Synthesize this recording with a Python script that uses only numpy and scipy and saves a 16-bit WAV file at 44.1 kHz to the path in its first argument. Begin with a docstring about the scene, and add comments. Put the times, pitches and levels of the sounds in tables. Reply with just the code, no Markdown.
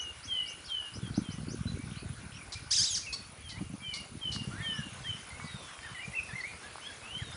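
"""Birds in leafy undergrowth

A bird repeats a falling whistle, others warble and sweep, and a near one squawks and chips.
Whistles are wavering near sines, harsh calls are jittered harmonics, and sparse echoes scatter both.
A light breeze thumps a small handheld microphone in low puffs over the shaped noise of leaves.
An insect band is throbbing narrow noise, a faint buzz is evenly spaced rings, twig ticks are brief bursts."""
import sys
import numpy as np
from scipy import signal
from scipy.io import wavfile
from scipy.ndimage import uniform_filter1d

SR = 44100
rng = np.random.default_rng(int(sys.argv[2]) if len(sys.argv) > 2 else 0)


def bounce(signal):
    """Save signal as a 16-bit WAV file at the path given by the first command-line argument."""
    frames = np.transpose(np.atleast_2d(signal))
    limited = np.clip(frames, -1, 1)
    pcm = np.round(limited * 32767).astype(np.int16)
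    wavfile.write(sys.argv[1], SR, pcm)


N = 324576

# Falling whistles. Each row: start in seconds, length in seconds, top pitch in Hz,
# level in dB before onset and drop, duration of the loud part in seconds.
FALLING_WHISTLES = [(-.13, 0.25, 3427, -33.5, 0.14), (0.272, 0.27, 3383, -34.5, 0.16),
                    (0.681, 0.21, 3320, -35.5, 0.13), (1.221, 0.19, 3370, -50, 0.11),
                    (3.419, 0.28, 3410, -51, 0.11), (3.816, 0.23, 3280, -40.5, 0.11),
                    (4.209, 0.249, 3250, -35, 0.1), (4.621, 0.27, 3347, -36.5, 0.12),
                    (5.035, 0.14, 3324, -38, 0.098)]
FALL_END_HZ, FALL_SETTLE_S = 2727, 0.12  # limit and time constant of the glide
FALL_DROP_DB = 12.5  # softer after the loud part

# Warbled notes. Each row: start in seconds, length in seconds, first, middle and last pitch in Hz,
# level in dB at the middle, swell in dB from first to last.
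WARBLED_NOTES = [(0.745, 0.14, 1690, 1720, 1675, -60.5, 10), (2.552, 0.046, 2310, 2410, 2200, -51.5, -8),
                 (3.064, 0.07, 2780, 2543, 2580, -45, -3), (3.501, 0.093, 2220, 1950, 2500, -53, 3),
                 (3.803, 0.16, 2295, 2365, 2270, -52.5, 3), (3.927, 0.077, 2286, 2120, 2370, -50.5, -3),
                 (4.511, 0.12, 1301, 1617, 1824, -52, -7), (4.6, 0.23, 1790, 1797, 1603, -47.5, -6),
                 (4.576, 0.09, 1816, 2120, 2300, -51.5, -1), (5.046, 0.071, 1710, 2110, 2580, -52.5, -11),
                 (5.303, 0.069, 2086, 2107, 2210, -51, -3), (5.398, 0.12, 2220, 2260, 2290, -55, -15),
                 (5.401, 0.11, 1950, 1990, 1960, -54, 3), (5.474, 0.34, 3915, 3470, 3105, -58, -13),
                 (5.816, .21, 3090, 3050, 2830, -57, 13), (5.829, 0.051, 1740, 1850, 1560, -47, -2),
                 (5.945, 0.063, 2155, 1904, 2220, -45.5, 4), (6.004, 0.056, 2095, 2380, 2360, -47.5, 13),
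                 (6.121, 0.028, 1950, 1990, 2180, -48, 17), (6.148, 0.052, 2618, 2673, 2390, -35, 7),
                 (6.286, 0.06, 1930, 1720, 2070, -47.5, 3), (6.353, 0.065, 2030, 2118, 1873, -40.5, 1),
                 (6.404, .022, 4350, 4430, 4120, -49, -1), (6.434, 0.097, 2010, 2394, 2360, -47, -16),
                 (6.631, 0.061, 1576, 1706, 1650, -54, -9), (6.812, 0.066, 2950, 3115, 3405, -49.5, 17),
                 (6.875, .075, 3380, 3360, 3400, -55.5, 0), (6.858, 0.056, 1600, 1724, 1550, -51, 5),
                 (7.03, 0.12, 2510, 2765, 3130, -50, 10), (7.147, 0.09, 3034, 3210, 3250, -47, -20),
                 (7.186, 0.052, 2236, 1950, 1580, -47.5, 4), (7.228, 0.11, 3950, 3700, 3570, -53.5, 0)]
NOTE_ENDS_DB = 0.5  # both ends are raised this much over the middle, apart from the swell

# Distant sweeps and peeps. Each row: start in seconds, length in seconds, from Hz, to Hz, level in dB.
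DISTANT_SWEEPS = [(-.01, 0.029, 4920, 6570, -47), (0.228, 0.036, 4400, 6660, -49.5),
                  (0.458, 0.05, 4400, 6580, -52), (0.643, 0.025, 4380, 5760, -51.5),
                  (0.663, .045, 4700, 3400, -53), (0.934, 0.033, 4600, 6170, -52),
                  (1.14, 0.041, 3750, 6540, -51), (1.298, 0.035, 3900, 6500, -53),
                  (1.482, 0.051, 4290, 6800, -52.5), (4.735, 0.06, 5050, 6100, -54),
                  (0.314, 0.14, 2045, 2030, -56), (0.413, .13, 2250, 2290, -58.5),
                  (1.019, 0.061, 3476, 3120, -56), (1.324, 0.056, 1925, 1950, -63),
                  (1.667, 0.028, 3990, 4010, -49.5), (1.764, 0.087, 2220, 2370, -58.5),
                  (1.959, 0.046, 3890, 4720, -56.5), (2.33, .05, 5170, 5800, -58),
                  (2.4, .07, 2240, 2160, -64), (3.026, 0.05, 2470, 2160, -54),
                  (4.883, 0.17, 6520, 6150, -68), (5.604, 0.097, 3190, 2980, -65.5),
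                  (6.191, 0.11, 5250, 4860, -68), (6.817, 0.072, 5270, 5150, -62),
                  (6.924, 0.027, 2700, 2670, -58), (7.326, .04, 4900, 5500, -59)]
# Trills of five upstrokes. Each row: start in seconds, starting pitch in Hz, level in dB.
DISTANT_TRILLS = [(1.909, 2460, -54), (2.318, 2260, -51.5)]

# Strength of the breeze. Each row: time in seconds, relative puff level in dB.
BREEZE_STRENGTH = [(0, -68.5), (.25, -54.5), (.86, -80.5), (.95, -43.5), (1.7, -43), (2.6, -53),
                   (3.25, -58), (3.6, -45), (3.85, -53.5), (4.3, -44), (5.2, -53.5), (5.5, -59),
                   (5.65, -84), (6.0, -60), (6.2, -70), (6.62, -56), (6.85, -80), (7.2, -50.5), (7.36, -54)]
# Strong puffs. Each row: start in seconds, level of the first eddy in dB, cycle rate in Hz.
STRONG_PUFFS = [(1.026, -25.5, 133), (1.176, -15.5, 216), (1.429, -30.5, 167), (1.653, -24.5, 176),
                (1.716, -29, 173), (1.863, -33, 132), (1.914, -31, 153), (3.611, -27.5, 207),
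                (3.697, -34, 181), (3.736, -29.5, 207), (4.47, -26.5, 140.5), (4.597, -29.5, 120),
                (4.786, -26.5, 155), (5.084, -35, 110), (5.44, -32, 165), (5.54, -32, 142),
                (5.91, -38.5, 132), (6.075, -33.5, 139.4), (6.328, -33.5, 131)]

# Spectrum of leaf hiss. Each row: frequency in Hz, relative spectral level in dB.
LEAF_SPECTRUM = [(730, 1.5), (1300, 3.5), (1740, 0), (2210, 2.5), (3000, -1.5), (5200, -5), (8400, -8.5),
                 (9000, -7)]
# Loudness of leaf hiss. Each row: time in seconds, level in dB.
LEAF_LEVEL = [(2.9, -53), (3.2, -54.5), (4.2, -54), (4.5, -50)]

INSECTS_HZ, INSECTS_WIDTH_HZ, INSECTS_DB = 9780, 390, -60.5  # centre, pole width, level before throbbing

# Strength of the buzz. Each row: time in seconds, level in dB before ring offset and scatter.
BUZZ_STRENGTH = [(2.9, -52), (3.1, -70), (4.3, -70), (4.5, -53)]
BUZZ_PER_S = 59.9

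# Pitch path of the near squawk. Each row: time in seconds, pitch in Hz.
SQUAWK_PITCH = [(2.703, 1324), (2.73, 2011), (2.752, 3800), (2.76, 3790), (2.773, 1849), (2.791, 1530),
                (2.828, 1790), (2.842, 2368), (2.858, 3650), (2.878, 3983), (2.908, 3345), (2.945, 3195),
                (2.968, 1753), (2.993, 1220)]
# Effort at 2 kHz at the start, its growth with pitch, and its decline with time.
SQUAWK_DB, SQUAWK_DB_PER_OCTAVE, SQUAWK_FADE_DB_PER_S = -23.5, 2, 27.5
# Near chips. Each row: start in seconds, length in seconds, top pitch in Hz,
# effort in dB at the middle, roughness from 0 to 1.
NEAR_CHIPS = [(2.52, 0.03, 1018, -40.5, 0.5), (3.124, 0.031, 1118, -38.5, 0.33),
              (3.488, 0.045, 1060, -50.5, 0.83), (3.934, 0.046, 1162, -41.5, 0.5),
              (4.315, 0.056, 1120, -42.5, 0.56)]
# Beak weighting for the chips. Each row: frequency in Hz, gain in dB.
CHIP_BEAK = [(3300, -12), (4300, 8.5), (5600, -4), (7500, -10)]
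# Beak weighting for the squawk. Each row: frequency in Hz, gain in dB.
SQUAWK_BEAK = [(2200, -18.5), (3700, -7), (4800, 4), (6200, 0), (7300, -10), (10000, -12.5)]

# Twig ticks. Each row: start in seconds, level in dB, cycle rate in Hz.
TWIG_TICKS = [(4.362, -31.5, 1340), (5.399, -31, 1370), (5.79, -32, 2200), (6.756, -32.5, 950),
              (6.782, -34, 1130)]

EDGE_HZ = 10150  # upper band limit


def amp(db):
    """Decibel law: twenty dB is a tenfold amplitude."""
    return 10 ** (np.asarray(db) / 20)


def evened(x):
    """Normalization of a signal to rms 1."""
    return x / np.sqrt(np.mean(x ** 2) + 1e-20)


def read(points, at):
    """Linear interpolation in a two-column table."""
    return np.interp(at, *np.transpose(points))


def add(mix, s, sound):
    """Superposition: adds a sound at s seconds, trimmed to the scene."""
    at = round(s * SR)
    part = mix[max(at, 0):][:len(sound) + min(at, 0)]
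    part += sound[max(-at, 0):][:len(part)]


def wobble(length, size):
    """Smoothed noise: two moving averages of size samples leave a random drift near rms 1."""
    noise = rng.standard_normal(length + size)
    smooth = uniform_filter1d(uniform_filter1d(noise, size), size)
    return evened(smooth)[:length]


def whistle(hz, db, flutter_db=1.8, edge_s=0.0035, fuzz=0.002, overtone_db=-40):
    """Near-sinusoidal tone: pitch wavers, and level flutters as paths through the leaves interfere."""
    t = np.arange(len(hz)) / SR
    edges = np.clip(np.minimum(t, t[::-1]) / edge_s, 0, 1)
    level = amp(db + flutter_db * wobble(len(t), size=250)) * edges
    wavering_hz = hz * (1 + fuzz * wobble(len(t), size=120))
    phase = 2 * np.pi * np.cumsum(wavering_hz) / SR
    tone = np.sin(phase) + amp(overtone_db) * np.sin(2 * phase)
    return np.sqrt(2) * level * tone


def whistlers():
    """Gliding tones: pitch decays exponentially in the falls and bends as a parabola in the warbles."""
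    mix = np.zeros(N)
    for s, length, top_hz, db, loud_s in FALLING_WHISTLES:
        t = np.arange(0, length, 1 / SR)
        hz = FALL_END_HZ + (top_hz - FALL_END_HZ) * np.exp(-t / FALL_SETTLE_S)
        onset_db = -20 * np.exp(-t / 0.02)
        drop_db = FALL_DROP_DB * np.clip((t - loud_s) / 0.049 + 0.5, 0, 1)
        add(mix, s, whistle(hz, db + onset_db - drop_db))
    for s, length, first_hz, middle_hz, last_hz, db, swell_db in WARBLED_NOTES:
        u = np.linspace(-1, 1, round(length * SR))
        bend_hz = (first_hz + last_hz) / 2 - middle_hz
        hz = middle_hz + (last_hz - first_hz) / 2 * u + bend_hz * u ** 2
        level_db = db + swell_db / 2 * u + NOTE_ENDS_DB * u ** 2
        # a throat resonance lifts the octave of one pitch range
        overtone_db = -12 - 50 * abs(np.log2(hz / 1780))
        add(mix, s, whistle(hz, level_db, fuzz=0.0068, overtone_db=overtone_db))
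    return mix


def far_birds():
    """Linear frequency sweeps: single sweeps and peeps, and trills whose upstrokes climb ever less."""
    mix = np.zeros(N)
    for s, length, from_hz, to_hz, db in DISTANT_SWEEPS:
        hz = np.linspace(from_hz, to_hz, round(length * SR))
        add(mix, s, whistle(hz, db, fuzz=0.0072))
    for s, from_hz, db in DISTANT_TRILLS:
        for k in range(5):
            hz = from_hz * np.linspace(1, 1.6 - 0.138 * k, num=480)
            add(mix, s + 0.023 * k, whistle(hz, db, edge_s=0.0015))
    return mix


def thicket(x, t60, first_s):
    """Multiple scattering off trunks and leaves: decaying taps of random sign, blurred by stirring leaves."""
    taps = np.zeros(SR // 2)
    at = np.arange(0, len(taps) - 20, 20)
    at = at + rng.integers(0, 20, len(at))
    taps[at] = rng.choice([-1., 1.], len(at))
    t = np.arange(len(taps)) / SR
    taps *= amp(-60 * t / t60) * (t > first_s)
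    taps /= np.linalg.norm(taps)
    echo = signal.hilbert(signal.oaconvolve(x, taps)[:N])
    # random phase drift blurs the echoed pitch
    return (echo * np.exp(1j * wobble(N, size=420))).real


def puff(hz, turns):
    """Windowed oscillation: a few cycles under a squared-sine envelope."""
    u = np.arange(0, turns, hz / SR)
    return np.sin(np.pi * u / turns) ** 2 * np.sin(2 * np.pi * u)


def wind():
    """Turbulence at the microphone: eddies make random low puffs, and stronger gusts shed quicker ones."""
    mix = np.zeros(N)
    breeze_db = read(BREEZE_STRENGTH, np.arange(N) / SR) + 2 * wobble(N, size=1200)
    for hz in np.geomspace(60, 340, num=9):
        size = amp(3.65 * np.minimum(rng.exponential(1, N), 3.5)) * rng.choice([-1, 1], N)
        octaves = np.log2(hz / 150)
        tilt_db = -5.5 * octaves ** 2 + 0.59 * (breeze_db + 44) * octaves
        struck = rng.random(N) < 16 / SR  # on average 16 puffs per second at each pitch
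        train = size * struck * amp(breeze_db + tilt_db + 4)
        mix += signal.oaconvolve(train, puff(hz, turns=1.8))[:N]
    for s, db, hz in STRONG_PUFFS:
        eddy = -amp(db) * puff(hz, turns=2.09)
        add(mix, s, eddy)
        add(mix, s + 2.154 / hz, amp(-5.5) * eddy)  # a weaker second eddy follows each strong one here
        add(mix, s, amp(db - 18.5) * puff(3.1 * hz, turns=3.9))  # a brighter edge at the front
    return mix


def leaves():
    """Short-time spectral synthesis: random spectra with drifting patches make the hiss."""
    frames, hz = N // 128 + 5, np.fft.rfftfreq(512, 1 / SR)
    a, b, patches = rng.standard_normal((frames, 257, 3)).T
    patches = uniform_filter1d(patches, size=8, axis=0)  # across frequency
    patches = evened(uniform_filter1d(patches, size=20, axis=1))  # across time
    gain = amp(read(LEAF_SPECTRUM, hz)[:, None] + 2.2 * patches)
    spectra = (a + 1j * b) * gain * (hz < EDGE_HZ)[:, None]
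    hiss = signal.istft(spectra, nperseg=512, noverlap=384)[1][:N]
    return amp(read(LEAF_LEVEL, np.arange(N) / SR)) * evened(hiss)


def insects():
    """Quadrature modulation: low-passed noise moved to a high band that throbs unevenly."""
    t = np.arange(N) / SR
    r = np.exp(-np.pi * INSECTS_WIDTH_HZ / SR)
    band = signal.lfilter([1], [1, -2 * r, r * r], rng.standard_normal((2, N)))
    turn = 2 * np.pi * INSECTS_HZ * t
    hum = band[0] * np.cos(turn) + band[1] * np.sin(turn)
    return amp(INSECTS_DB + 2.24 * wobble(N, size=300)) * evened(hum)


def buzz():
    """Periodic excitation: evenly timed ticks of uneven strength ring at two pitches."""
    s = np.arange(0.003, N / SR, 1 / BUZZ_PER_S)
    draws, mix = rng.standard_normal((len(s), 2)), np.zeros(N)
    for column, (hz, db) in enumerate([(1490, -2.0), (1153, -11)]):  # ring pitch, offset in dB
        train = np.zeros(N)
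        train[(s * SR).astype(int)] = amp(read(BUZZ_STRENGTH, s) + db + 4 * draws[:, column])
        mix += signal.oaconvolve(train, puff(hz, turns=12.9))[:N]
    return mix


def rasp(hz, db, rough, beak):
    """Source and filter: harmonics of a jittering syrinx, weighted by the beak, blurred by air noise."""
    jittered_hz = hz * (1 + 0.016 * rough * wobble(len(hz), size=60))
    turns = np.cumsum(jittered_hz) / SR
    out = np.zeros(len(hz))
    for k in range(1, 10):
        blur = 1 - rough + rough * wobble(len(hz), size=24)
        weight = amp(read(beak, k * hz)) * (k * hz < EDGE_HZ)
        out += weight * blur * np.sin(2 * np.pi * k * turns)
    return amp(db) * out


def near_bird():
    """Harmonic voice: a squawk glides and tires, and chips climb to a held pitch as effort falls."""
    mix = np.zeros(N)
    s, hz = np.transpose(SQUAWK_PITCH)
    t = np.arange(s[0], s[-1], 1 / SR)
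    pitch = uniform_filter1d(np.exp(np.interp(t, s, np.log(hz))), size=200)
    octaves = np.log2(pitch / 2000)
    effort_db = SQUAWK_DB + SQUAWK_DB_PER_OCTAVE * octaves - SQUAWK_FADE_DB_PER_S * (t - s[0])
    voice = rasp(pitch, effort_db, rough=0.27, beak=SQUAWK_BEAK)
    add(mix, s[0], voice * signal.windows.tukey(len(t), 0.11))
    for s, length, top_hz, db, rough in NEAR_CHIPS:
        u = np.linspace(-1, 1, round(length * SR))
        pitch = top_hz * (1 - 0.145 * u ** 2 * (u < 0))  # rises to the middle, then holds
        voice = rasp(pitch, db - 1.7 * u, rough, CHIP_BEAK)
        add(mix, s, voice * signal.windows.tukey(len(u), 0.3))
    return mix


def twigs():
    """Heavily damped oscillation: dry ticks of about two cycles."""
    mix = np.zeros(N)
    for s, db, hz in TWIG_TICKS:
        add(mix, s, amp(db) * puff(hz, turns=2.4))
    return mix


def scene():
    """Superposition of birds and their scatter, strongest for the far ones, with all other sources."""
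    mid, far, near = whistlers(), far_birds(), near_bird()
    birds = mid + amp(-6.5) * thicket(mid, t60=0.49, first_s=0.0034)
    birds += far + amp(-1) * thicket(far, t60=0.2, first_s=0.006)
    birds += near + amp(-5) * thicket(near, t60=0.42, first_s=0.003)
    return (birds + wind() + leaves() + insects() + buzz() + twigs())[None]


def record(dry):
    """Linear filtering: the microphone's bass roll-off, then the upper band limit."""
    bass_cut = signal.butter(2, 65, "highpass", fs=SR, output="sos")
    thin = signal.sosfilt(bass_cut, dry)
    band_limit = signal.firwin(511, EDGE_HZ, window=("kaiser", 9), fs=SR)
    return signal.oaconvolve(thin, band_limit[None], "same")


dry = scene()
out = record(dry)
bounce(out)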